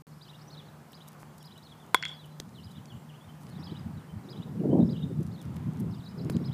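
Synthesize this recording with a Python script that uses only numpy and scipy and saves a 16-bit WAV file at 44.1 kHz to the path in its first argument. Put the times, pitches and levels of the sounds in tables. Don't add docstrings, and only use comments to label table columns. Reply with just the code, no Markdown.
import sys
import numpy as np
from scipy import signal
from scipy.fft import rfft, irfft, next_fast_len
from scipy.io import wavfile
from scipy.ndimage import uniform_filter1d, map_coordinates

SR = 44100
rng = np.random.default_rng(int(sys.argv[2]) if len(sys.argv) > 2 else 0)


def rack_gain(trim_db):
    fader = np.asarray(trim_db, float)
    return 10 ** (fader / 20)


def wrap_up_sound(samples):
    columns = np.atleast_2d(samples).T
    tamed = np.clip(columns, -1, 1)
    steps = np.round(tamed * 32767).astype(np.int16)
    wavfile.write(sys.argv[1], SR, steps)


N = 288061


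def unit(x):
    return x / np.sqrt(np.mean(x ** 2) + 1e-20)


def curves(rows):
    s, *cols = np.transpose(rows)
    return [np.interp(np.arange(N) / SR, s, c) for c in cols]


def wobble(rate_hz):
    knots = rng.standard_normal(int(N * 100 / SR) + 4)
    return map_coordinates(knots, [np.arange(N) * min(rate_hz, 100) / SR])


def band(x, lo_hz, hi_hz):
    sos = signal.butter(2, [lo_hz, min(hi_hz, SR / 2.2)], "band", fs=SR, output="sos")
    return signal.sosfilt(sos, x)


def noise(points, patchy_db):
    z = signal.stft(rng.standard_normal(N + 512), nperseg=512)[2]
    patches = uniform_filter1d(uniform_filter1d(rng.standard_normal(z.shape), 5, 0), 12, 1)
    x = signal.istft(z * rack_gain(patchy_db * unit(patches)), nperseg=512)[1][:N]
    hz, db = np.transpose(points)
    m = next_fast_len(N)
    bins_hz = np.fft.rfftfreq(m, 1 / SR)
    gain_db = np.interp(np.log(bins_hz + 1), np.log(hz + 1), db)
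    return unit(irfft(rfft(x, m) * rack_gain(gain_db), m)[:N])


def add(track, s, x):
    part = track[round(s * SR):][:len(x)]
    part += x[:len(part)]


def steady(x, span_s):
    size = int(span_s * SR)
    power = uniform_filter1d(uniform_filter1d(x ** 2, size), size)
    return unit(x / np.sqrt(np.abs(power) + 1e-6))


def eddies(db, swift_db):
    slow_db = db - 11 - 0.88 * swift_db
    fast_db = db - 17 + 0.98 * swift_db
    return rack_gain(2 * np.array([db, slow_db, fast_db]))


# time in seconds, strength in dB, swiftness in dB.
BREEZE = [(.05, -58.5, -4), (2.3, -61, 10.5), (2.45, -49.5, -4), (3.05, -53.5, 3.5), (3.22, -63.5, 7),
          (3.5, -48, -7), (3.9, -42.5, -5.5), (4.1, -51, 6), (4.3, -48.5, 14.5), (4.52, -39.5, 2.5),
          (4.78, -30.5, 16.5), (5.0, -37, -0.5), (5.25, -37, -3), (5.4, -46, 6.5), (5.8, -41.5, 6.5),
          (6.07, -46.5, -6.5), (6.3, -32, 6), (6.53, -38.5, -1)]
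# peak time in seconds, peak in dB, half length in seconds, swiftness in dB.
GUSTS = [(2.666, -47.5, 0.022, -16), (2.792, -42, 0.034, -5), (2.955, -46, 0.038, -14),
         (3.282, -45, 0.017, -8), (3.587, -40, 0.06, -3.5), (3.725, -36, 0.013, 11.5),
         (3.872, -36.5, 0.015, -9), (3.964, -46, 0.037, -16), (4.162, -36, 0.036, -11.5),
         (4.398, -38.5, 0.029, -7), (4.562, -30.5, 0.022, -1), (4.61, -25, 0.016, 9.5),
         (4.643, -25.5, 0.017, 12.5), (4.659, -27.5, .012, 17.5), (4.676, -31.5, .012, 19),
         (4.694, -32, 0.014, 20.5), (4.716, -22, 0.023, 12), (4.735, -27, .012, 24),
         (4.756, -26.5, 0.022, 20.5), (4.773, -23, .01, 13.5), (4.781, -17.5, 0.013, 13),
         (4.799, -22, 0.017, 16), (4.814, -21, 0.013, 10.5), (4.829, -20, 0.014, 10.5),
         (4.852, -21, 0.013, 1), (4.886, -28.5, 0.014, 12.5), (4.904, -36, 0.011, 2),
         (4.932, -27.5, 0.011, 0), (5.109, -38.5, 0.021, 15), (5.05, -31.5, 0.066, 2),
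         (5.188, -29.5, 0.037, -2), (5.213, -28.5, 0.014, 5), (5.306, -42, 0.059, -13),
         (5.482, -40, 0.054, -10.5), (5.572, -38, 0.088, -9), (5.682, -31, .035, -8),
         (5.827, -31.5, 0.078, -1), (5.914, -36, 0.058, -9.5), (5.994, -35.5, 0.0096, -9),
         (6.236, -38, 0.08, 13.5), (6.361, -21, 0.014, 5), (6.416, -39, 0.018, 20), (6.5, -35, 0.034, -12)]


def gust_power():
    power = eddies(*curves(BREEZE))
    t = np.arange(SR // 2) / SR - 1 / 4
    for s, db, half_s, swift_db in GUSTS:
        gust = eddies(db - 14.5 * (t / half_s) ** 2, swift_db)
        for track, part in zip(power, gust):
            add(track, s + t[0], part)
    return power


# frequency in Hz, level in dB per Hz.
ROLL = [(20, -47), (40, -27), (65, -13.5), (90, 3), (120, 2.5), (200, -37), (400, -87)]
BUFFET = [(50, -38), (90, -25), (130, -0.5), (165, 1.5), (230, -6), (300, -19.5), (450, -35.5), (900, -100)]
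FLUTTER = [(120, -30), (220, 1.5), (300, 2.5), (360, 0), (520, -10), (800, -26), (1200, -45), (2200, -100)]
SPRAY = [(250, -48.5), (400, -1), (520, 0.5), (700, -9.5), (950, -19.5), (1300, -49), (2200, -100)]


def wind():
    power = gust_power()
    lumps = rack_gain(3.6 * wobble(35) + 1.6 * wobble(70))
    roll = steady(noise(ROLL, patchy_db=-8.5), span_s=0.024)
    buffet = steady(lumps * noise(BUFFET, patchy_db=1.0), span_s=0.033)
    flicker = rack_gain(0.31 * wobble(60))
    flutter = steady(lumps * flicker * noise(FLUTTER, patchy_db=3.5), span_s=0.022)
    spray = steady(noise(SPRAY, patchy_db=1.5), span_s=0.018)
    full = power[2] / (power[2] + rack_gain(2 * -28))
    thinned = rack_gain(1.5) * band(buffet, 125, 3000)
    buffet = buffet + full * (thinned - buffet)
    flutter = flutter + (full - 1) * band(flutter, 420, 3000) + full * rack_gain(-7) * spray
    return (np.sqrt(power) * [buffet, roll, flutter]).sum(axis=0)


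# time in seconds, level in dB.
LEAVES = [
    (.1, -63.5),
    (.6, -61),
    (3.1, -62),
    (3.41, -59.5),
    (4.74, -61.5),
    (5.54, -59.5),
    (6.06, -60.5),
    (6.31, -56),
    (6.53, -60.5),
]
# frequency in Hz, amplitude in dB.
MOTOR = [(75.5, -72), (151, -51.5), (226, -64), (296, -74), (361, -75)]
# frequency in Hz, level in dB per Hz.
RUSH = [(18, -60), (30, -36), (91, -6.5), (129, -6), (149, -2), (330, -13), (614, -14), (864, -12.5),
        (1240, -16.5), (2260, -26), (3400, -31), (5000, -38), (6500, -75), (11000, -120)]
# frequency in Hz, level in dB per Hz.
HISS = [(1500, -38), (3000, -4), (5000, 1), (8000, 0), (13000, -2), (15500, -2.5)]


def field():
    turn = 2 * np.pi * np.cumsum(1 + 0.006 * wobble(2.5)) / SR
    drone = sum(rack_gain(db + 3.1 * wobble(8.4)) * np.sin(hz * turn) for hz, db in MOTOR)
    swell = rack_gain(curves(LEAVES)[0] + 7.0 + 1.13 * wobble(3.22))
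    rush = swell * noise(RUSH, patchy_db=0.97)
    return rush + drone + rack_gain(-67.0) * noise(HISS, patchy_db=1.0)


def whistle(hz):
    quaver = unit(uniform_filter1d(rng.standard_normal(SR // 4), size=60))[:len(hz)]
    return np.sin(2 * np.pi * np.cumsum(hz * (1 + 0.0074 * quaver)) / SR)


EDGE_S = 0.003


def glide(length_s, start_hz, middle_hz, end_hz):
    u = np.linspace(0, 1, int((length_s + EDGE_S) * SR))
    hz = np.polyval(np.polyfit([0, .5, 1], [start_hz, middle_hz, end_hz], 2), u)
    return np.clip(np.minimum(u, 1 - u) * length_s / EDGE_S, 0, 1) * whistle(hz)


# time in seconds, level in dB, pitch ratio, lead-in level in dB.
ARCH_AT = [
    (0.233, -57, 0.98, -11),
    (0.956, -60.5, 1.0, -7),
    (1.459, -58.5, 1.014, -2),
    (2.648, -61, 1.0, -8),
    (3.648, -53.5, 1.01, -5),
    (4.309, -56.5, 1.0, -6),
    (4.912, -58, 0.98, -3),
    (6.463, -56.5, 1.02, -12),
]
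# time in seconds, level in dB, pitch ratio.
DIP_AT = [
    (.128, -78, 1.07),
    (.27, -69, 1.07),
    (.403, -66.5, 1.06),
    (5.934, -69, 1.02),
    (6.07, -63, .98),
    (6.2, -60.5, 1.01),
    (6.338, -67, .98),
]
# seconds from the marker, Hz, level in dB.
LEAD = [(-.07, 5300, -17), (-.062, 5350, -17), (-.032, 5450, 0), (-.027, 5300, -30)]
UNDER = [(-.07, 4650, -20), (-.062, 4750, -18), (-.035, 5000, -9.5), (-.03, 5050, -34)]
DIP = [(-.032, 4860, -30), (-.024, 5400, -4), (-.014, 4740, -1.5), (-.004, 3900, 3), (.004, 3950, -2.5),
       (.015, 4870, 2.5), (.026, 5400, -4), (.034, 5350, -30)]


def connected_phrases(out):
    leads = [(at, db + lead_db, ratio) for at, db, ratio, lead_db in ARCH_AT]
    for path, times in ((LEAD, leads), (UNDER, leads), (DIP, DIP_AT)):
        s, hz, db = np.transpose(path)
        t = np.arange(s[0], s[-1], 1 / SR)
        smooth_hz = uniform_filter1d(np.interp(t, s, hz), size=90)
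        for at, level_db, ratio in times:
            level = rack_gain(level_db + 2.5 + np.interp(t, s, db))
            add(out, at + s[0], level * whistle(ratio * smooth_hz))


# seconds from the marker, length in seconds, start Hz, end Hz, level in dB.
ARCH = [(-.023, .012, 3250, 4450, -3.5), (-.011, .012, 4450, 5200, -2), (.001, .01, 5200, 4450, -3.5),
        (.011, .008, 4300, 3500, -4.5), (.019, .016, 3450, 2900, -5), (.047, .022, 2750, 4150, -2),
        (.069, .016, 4100, 2950, -13.5), (.098, .012, 2800, 3000, -3.5), (.11, .014, 3050, 4000, -2),
        (.124, .012, 3950, 3100, -20)]
ZIGZAG = [(-.036, 0.022, 3190, 5740, -3.5), (-.012, 0.013, 4370, 4500, -1.5),
          (.002, 0.0166, 4565, 3030, 1.5), (.028, 0.0174, 3410, 4210, 1.5), (.047, .004, 4200, 5000, -6),
          (.052, 0.018, 3850, 3200, 2.5), (.076, 0.0085, 3094, 2930, -5)]
# time in seconds, level in dB, pitch ratio.
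ZIGZAG_AT = [
    (0.536, -59, 0.97),
    (1.658, -63.5, 0.97),
    (3.519, -67, 0.97),
    (5.348, -65, 0.97),
]
# time in seconds, length in seconds, start Hz, end Hz, level in dB.
STROKES = [(.471, 0.024, 5650, 6080, -66.5), (0.533, 0.019, 4600, 5250, -66),
           (0.652, 0.04, 4450, 3770, -73), (2.541, 0.038, 4200, 4000, -67), (2.592, 0.014, 2660, 3440, -69),
           (.072, .018, 4550, 4020, -79), (2.92, .12, 7100, 7550, -78), (3.138, 0.025, 2600, 3400, -65),
           (3.207, 0.04, 3290, 3600, -66.5), (2.878, .016, 4400, 4280, -71),
           (3.778, 0.018, 5180, 4850, -67), (6.093, 0.029, 5250, 4700, -70),
           (4.084, 0.038, 3050, 3110, -72), (4.236, 0.017, 4170, 3690, -72),
           (4.709, 0.035, 2980, 3210, -67), (4.986, 0.011, 2530, 3520, -61),
           (5.001, 0.045, 3780, 3570, -64.5), (5.1, .014, 4960, 5000, -77), (6.11, 0.019, 2980, 3010, -70),
           (2.13, .022, 4100, 5100, -66), (2.152, .018, 5100, 3800, -67), (5.98, .033, 5100, 3000, -68),
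           (6.02, .026, 3400, 4150, -67), (6.045, .022, 3900, 3300, -69), (3.675, .022, 4500, 4600, -66),
           (2.3, .03, 4100, 4000, -71), (3.478, .012, 3300, 2700, -68)]
# time in seconds, length in seconds, start Hz, middle Hz, level in dB.
FALLS = [(1.406, 0.024, 3450, 3220, -66), (1.8, .044, 3530, 3430, -68), (2.19, 0.063, 3990, 3540, -63),
         (2.55, 0.051, 4040, 3240, -62), (2.737, 0.055, 3300, 3586, -65), (2.897, 0.034, 3570, 3130, -62),
         (2.953, 0.016, 3500, 3070, -67), (3.09, 0.018, 3680, 3040, -62.5), (3.939, 0.1, 4450, 3730, -74.5),
         (3.985, 0.024, 3370, 3050, -74), (4.593, 0.013, 3000, 2800, -69.5),
         (4.946, 0.022, 3340, 2980, -60), (5.928, 0.049, 3906, 3520, -69)]
# time in seconds, length in seconds, edge Hz, bottom Hz, level in dB.
HOOKS = [
    (3.282, 0.0226, 3440, 3060, -64),
    (4.801, 0.0273, 4170, 3620, -64),
]


def glided_calls(out):
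    strokes = list(STROKES)
    for phrase, times in ((ARCH, ARCH_AT), (ZIGZAG, ZIGZAG_AT)):
        for at, level_db, ratio, *_ in times:
            for s, length_s, a, b, db in phrase:
                strokes.append((at + s, length_s, ratio * a, ratio * b, db + level_db))
    calls = []
    for s, length_s, a, b, db in strokes:
        middle_hz = (a + b) / 2 + 0.101 * abs(a - b)
        calls.append((s, length_s, a, middle_hz, b, db))
    calls += [(s, length_s, a, b, 2750, db) for s, length_s, a, b, db in FALLS]
    calls += [(s, length_s, a, b, a, db) for s, length_s, a, b, db in HOOKS]
    for s, length_s, *pitches_hz, db in calls:
        add(out, s - EDGE_S / 2, rack_gain(db + 3.0) * glide(length_s, *pitches_hz))


def birds():
    out = np.zeros(N)
    connected_phrases(out)
    glided_calls(out)
    out *= rack_gain(2.86 * wobble(95))
    t = np.arange(SR // 4) / SR
    near = rng.standard_normal(len(t)) * rack_gain(-60 * t / 0.021) * (t > .003)
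    far = rng.standard_normal(len(t)) * rack_gain(-60 * t / .5) * (t > .01)
    echo = rack_gain(-1.5) * near / np.linalg.norm(near) + rack_gain(-6.5) * far / np.linalg.norm(far)
    return out + signal.fftconvolve(out, echo)[:N]


# time in seconds, level in dB, length in ms, centre in Hz.
GRIT = [(0.92, -52.5, 1.4, 11100), (.926, -61, 6.4, 10970), (0.932, -49, 1.6, 3000), (1.073, -61, 2, 12400),
        (1.079, -53, 3.3, 11100), (1.0841, -49, 3.3, 11600), (1.119, -57, 1.6, 10900),
        (1.1305, -56, 1.5, 11500), (1.188, -67, 37, 8000), (1.2013, -60, 3, 10000), (1.214, -61, 3, 10000),
        (1.222, -62, 5.5, 8960), (1.3794, -56.5, 5.7, 10100), (1.4285, -48.5, 0.97, 11900),
        (1.4572, -55, 1.3, 12100), (1.577, -57.5, 3, 10600), (1.8638, -59, 1.5, 10500),
        (2.257, -56, 1.5, 10600), (2.262, -58, 1.5, 10600), (2.492, -57, 1.3, 4560),
        (2.6455, -60, 1.7, 7000), (2.7064, -64, 15, 8450), (2.856, -51.5, 2.5, 5000),
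        (3.399, -67, 37, 10000), (3.432, -59, 3.8, 8000), (3.467, -54, 1.9, 4480), (3.4925, -57, 1.5, 7040),
        (3.499, -55, 1.5, 7100), (5.207, -63, 1.94, 7850), (5.227, -58.5, 7.3, 9000),
        (5.2651, -56.5, 3, 8000), (5.274, -60, 2, 8500), (5.4137, -53.5, 4, 9000), (5.426, -56, 2.2, 12000),
        (5.4532, -59, 2, 9000), (5.543, -60, 2, 7000), (5.559, -60, 4.5, 9000), (5.5656, -53.5, 2.1, 9500),
        (5.5658, -49.5, 2.5, 2460), (5.7335, -60, 2, 8000), (5.7709, -58, 2, 7000),
        (5.793, -58, 1.5, 12100), (5.7993, -50, 2.4, 11000), (5.8056, -52, 2, 11500),
        (6.2474, -53, 1.5, 7000), (6.306, -50, 2, 12000), (6.315, -62, 16, 11000)]
# time in seconds, level in dB, length in ms, centre in Hz.
SMACKS = [
    (2.4, -31.5, 1.14, 4800),
    (2.4016, -46, 1.57, 10940),
    (2.4002, -46, 1.5, 1300),
    (6.2975, -40, 2.7, 2900),
    (6.2992, -41, 1.7, 9400),
    (6.3666, -43.5, 1.7, 4970),
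]
# time in seconds, level in dB, frequency in Hz, pressure sign.
THUDS = [
    (1.231, -22.5, 990, -1),
    (2.4012, -20, 310, 1),
    (5.565, -39, 490, -1),
    (6.2984, -12.5, 382, -1),
]


def dirt():
    out, t = np.zeros(N), np.arange(4000) / SR
    for s, db, ms, hz in GRIT + SMACKS:
        length_s = abs(ms) / 1000
        u = t / (length_s + 0.00022)
        grains = rng.standard_normal((3, len(t)))
        sizes = np.exp(0.5 * grains[1])
        snaps = grains[0] * sizes * u ** 0.71 * np.exp(-u ** 2)
        snaps += rack_gain(-24 - 60 * t / 0.043) * grains[2]
        crunch = band(snaps, hz / 2.14, hz * 1.42)
        add(out, s - .0003, rack_gain(db) * crunch / np.linalg.norm(crunch) * np.sqrt(length_s * SR))
    for s, db, hz, sign in THUDS:
        push = np.sin(2 * np.pi * hz * t) * hz * t * np.exp(1 - 5.7 * hz * t) * 2
        add(out, s, np.sign(sign) * rack_gain(db) * push)
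    return out


def ringing(t, modes):
    onset = 1 - np.exp(-t / 0.00045)
    return sum(rack_gain(db - 60 * t / t60_s) * np.sin(2 * np.pi * hz * t) * onset for hz, db, t60_s in modes)


# time in seconds, level in dB.
HIT = (1.9454, -10)
# frequency in Hz, level in dB, t60 in seconds.
CONTACT = [(503, -2, 0.011), (785, -12.5, 0.033), (1033, 3.5, 0.024), (1270, 5, 0.01), (1450, 2, 0.014),
           (2120, 2, 0.014), (4000, -28, 0.026), (4750, -9, 0.01), (7100, -5.5, 0.005), (7600, -17, 0.0082),
           (8700, -23, 0.016), (12000, -38, .012)]
# frequency in Hz, level in dB, t60 in seconds.
RING = [(3360, -9.5, 0.061), (3450, -12.5, .045)]


def knock(out, t):
    modes = band(ringing(t, CONTACT), 210, 20000)
    crack = rack_gain(-7.5 - 60 * t / 0.0099) * band(rng.standard_normal(len(t)), 3400, 11200)
    rattle = rack_gain(-22.5 - 60 * t / 0.046) * band(rng.standard_normal(len(t)), 3200, 12000)
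    touch = rack_gain(-23.0) * np.sin(2 * np.pi * 1700 * t[:30])
    snap = rack_gain(10) * band((t == 0) * 1.0, 3000, 10000)
    add(out, HIT[0] - .0007, touch)
    add(out, HIT[0], modes + ringing(t, RING) + crack + rattle)
    add(out, HIT[0] + .0002, snap)


# delay in seconds, level in dB, low edge in Hz, high edge in Hz, smear in seconds.
WALLS = [
    (0.018, -23, 1300, 6000, .003),
    (0.026, -26, 1410, 6500, 0.0029),
    (0.08, -12.5, 1350, 7850, 0.0018),
    (0.089, -14, 1600, 4750, 0.00092),
    (0.107, -11.5, 1800, 12200, 0.0003),
    (.117, -26, 1110, 4960, .002),
    (.135, -24, 3800, 11000, .012),
    (0.093, -32, 1200, 4000, .002),
]


def fence_echoes(out, sideways):
    for delay_s, db, lo_hz, hi_hz, smear_s in WALLS:
        rough = rng.standard_normal(2000) * np.exp(-np.arange(2000) / SR / smear_s)
        rough[0] = 3
        echo = np.convolve(sideways, rough / np.linalg.norm(rough))
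        echo = band(band(echo, lo_hz, hi_hz), lo_hz, hi_hz)
        add(out, HIT[0] + delay_s, rack_gain(db) * echo)


# delay in seconds, level in dB.
SCATTER = [(.004, -37), (.03, -22), (0.076, -32), (0.108, -20), (.17, -23), (.25, -46), (0.451, -56)]
# frequency in Hz, level in dB, t60 in seconds.
FAR_RING = [(3380, -0.5, 0.072), (3315, -5, 0.056)]


def park_scatter(out, t, sideways):
    delay_s, db = np.transpose(SCATTER)
    lag_s = np.arange(SR // 2) / SR
    park = rng.standard_normal(len(lag_s)) * rack_gain(np.interp(lag_s, delay_s, db, left=-90) - 35.5)
    source = sideways + rack_gain(1.5) * ringing(t, FAR_RING)
    add(out, HIT[0], band(signal.fftconvolve(source, park), 1440, 6800))


def bat():
    out, t = np.zeros(N), np.arange(SR // 4) / SR
    knock(out, t)
    slap = rack_gain(14.5) * band((t == 0) * 1.0, 1600, 6400)
    slap += rack_gain(-12.5) * ringing(t, [(hz, 0, 0.0098) for hz in (2150, 2930, 4400, 5500)])
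    sideways = rack_gain(-3.5) * ringing(t, CONTACT) + slap + rack_gain(-2.0) * ringing(t, RING)
    fence_echoes(out, sideways)
    park_scatter(out, t, sideways)
    return rack_gain(HIT[1]) * out


def scene():
    return (wind() + field() + birds() + dirt() + bat())[None]


def roll_off(x):
    return signal.sosfilt(signal.butter(12, 16380, fs=SR, output="sos"), x)


DROPOUT = (.0213, .0688)


def record(dry):
    t = np.arange(N) / SR
    passed = np.fft.rfftfreq(2 * N, 1 / SR) < 15300
    limited = irfft(rfft(dry, 2 * N) * passed, 2 * N)[:, :N]
    live = (t < DROPOUT[0]) | (t > DROPOUT[1])
    return roll_off(limited * live)


dry = scene()
out = record(dry)
wrap_up_sound(out)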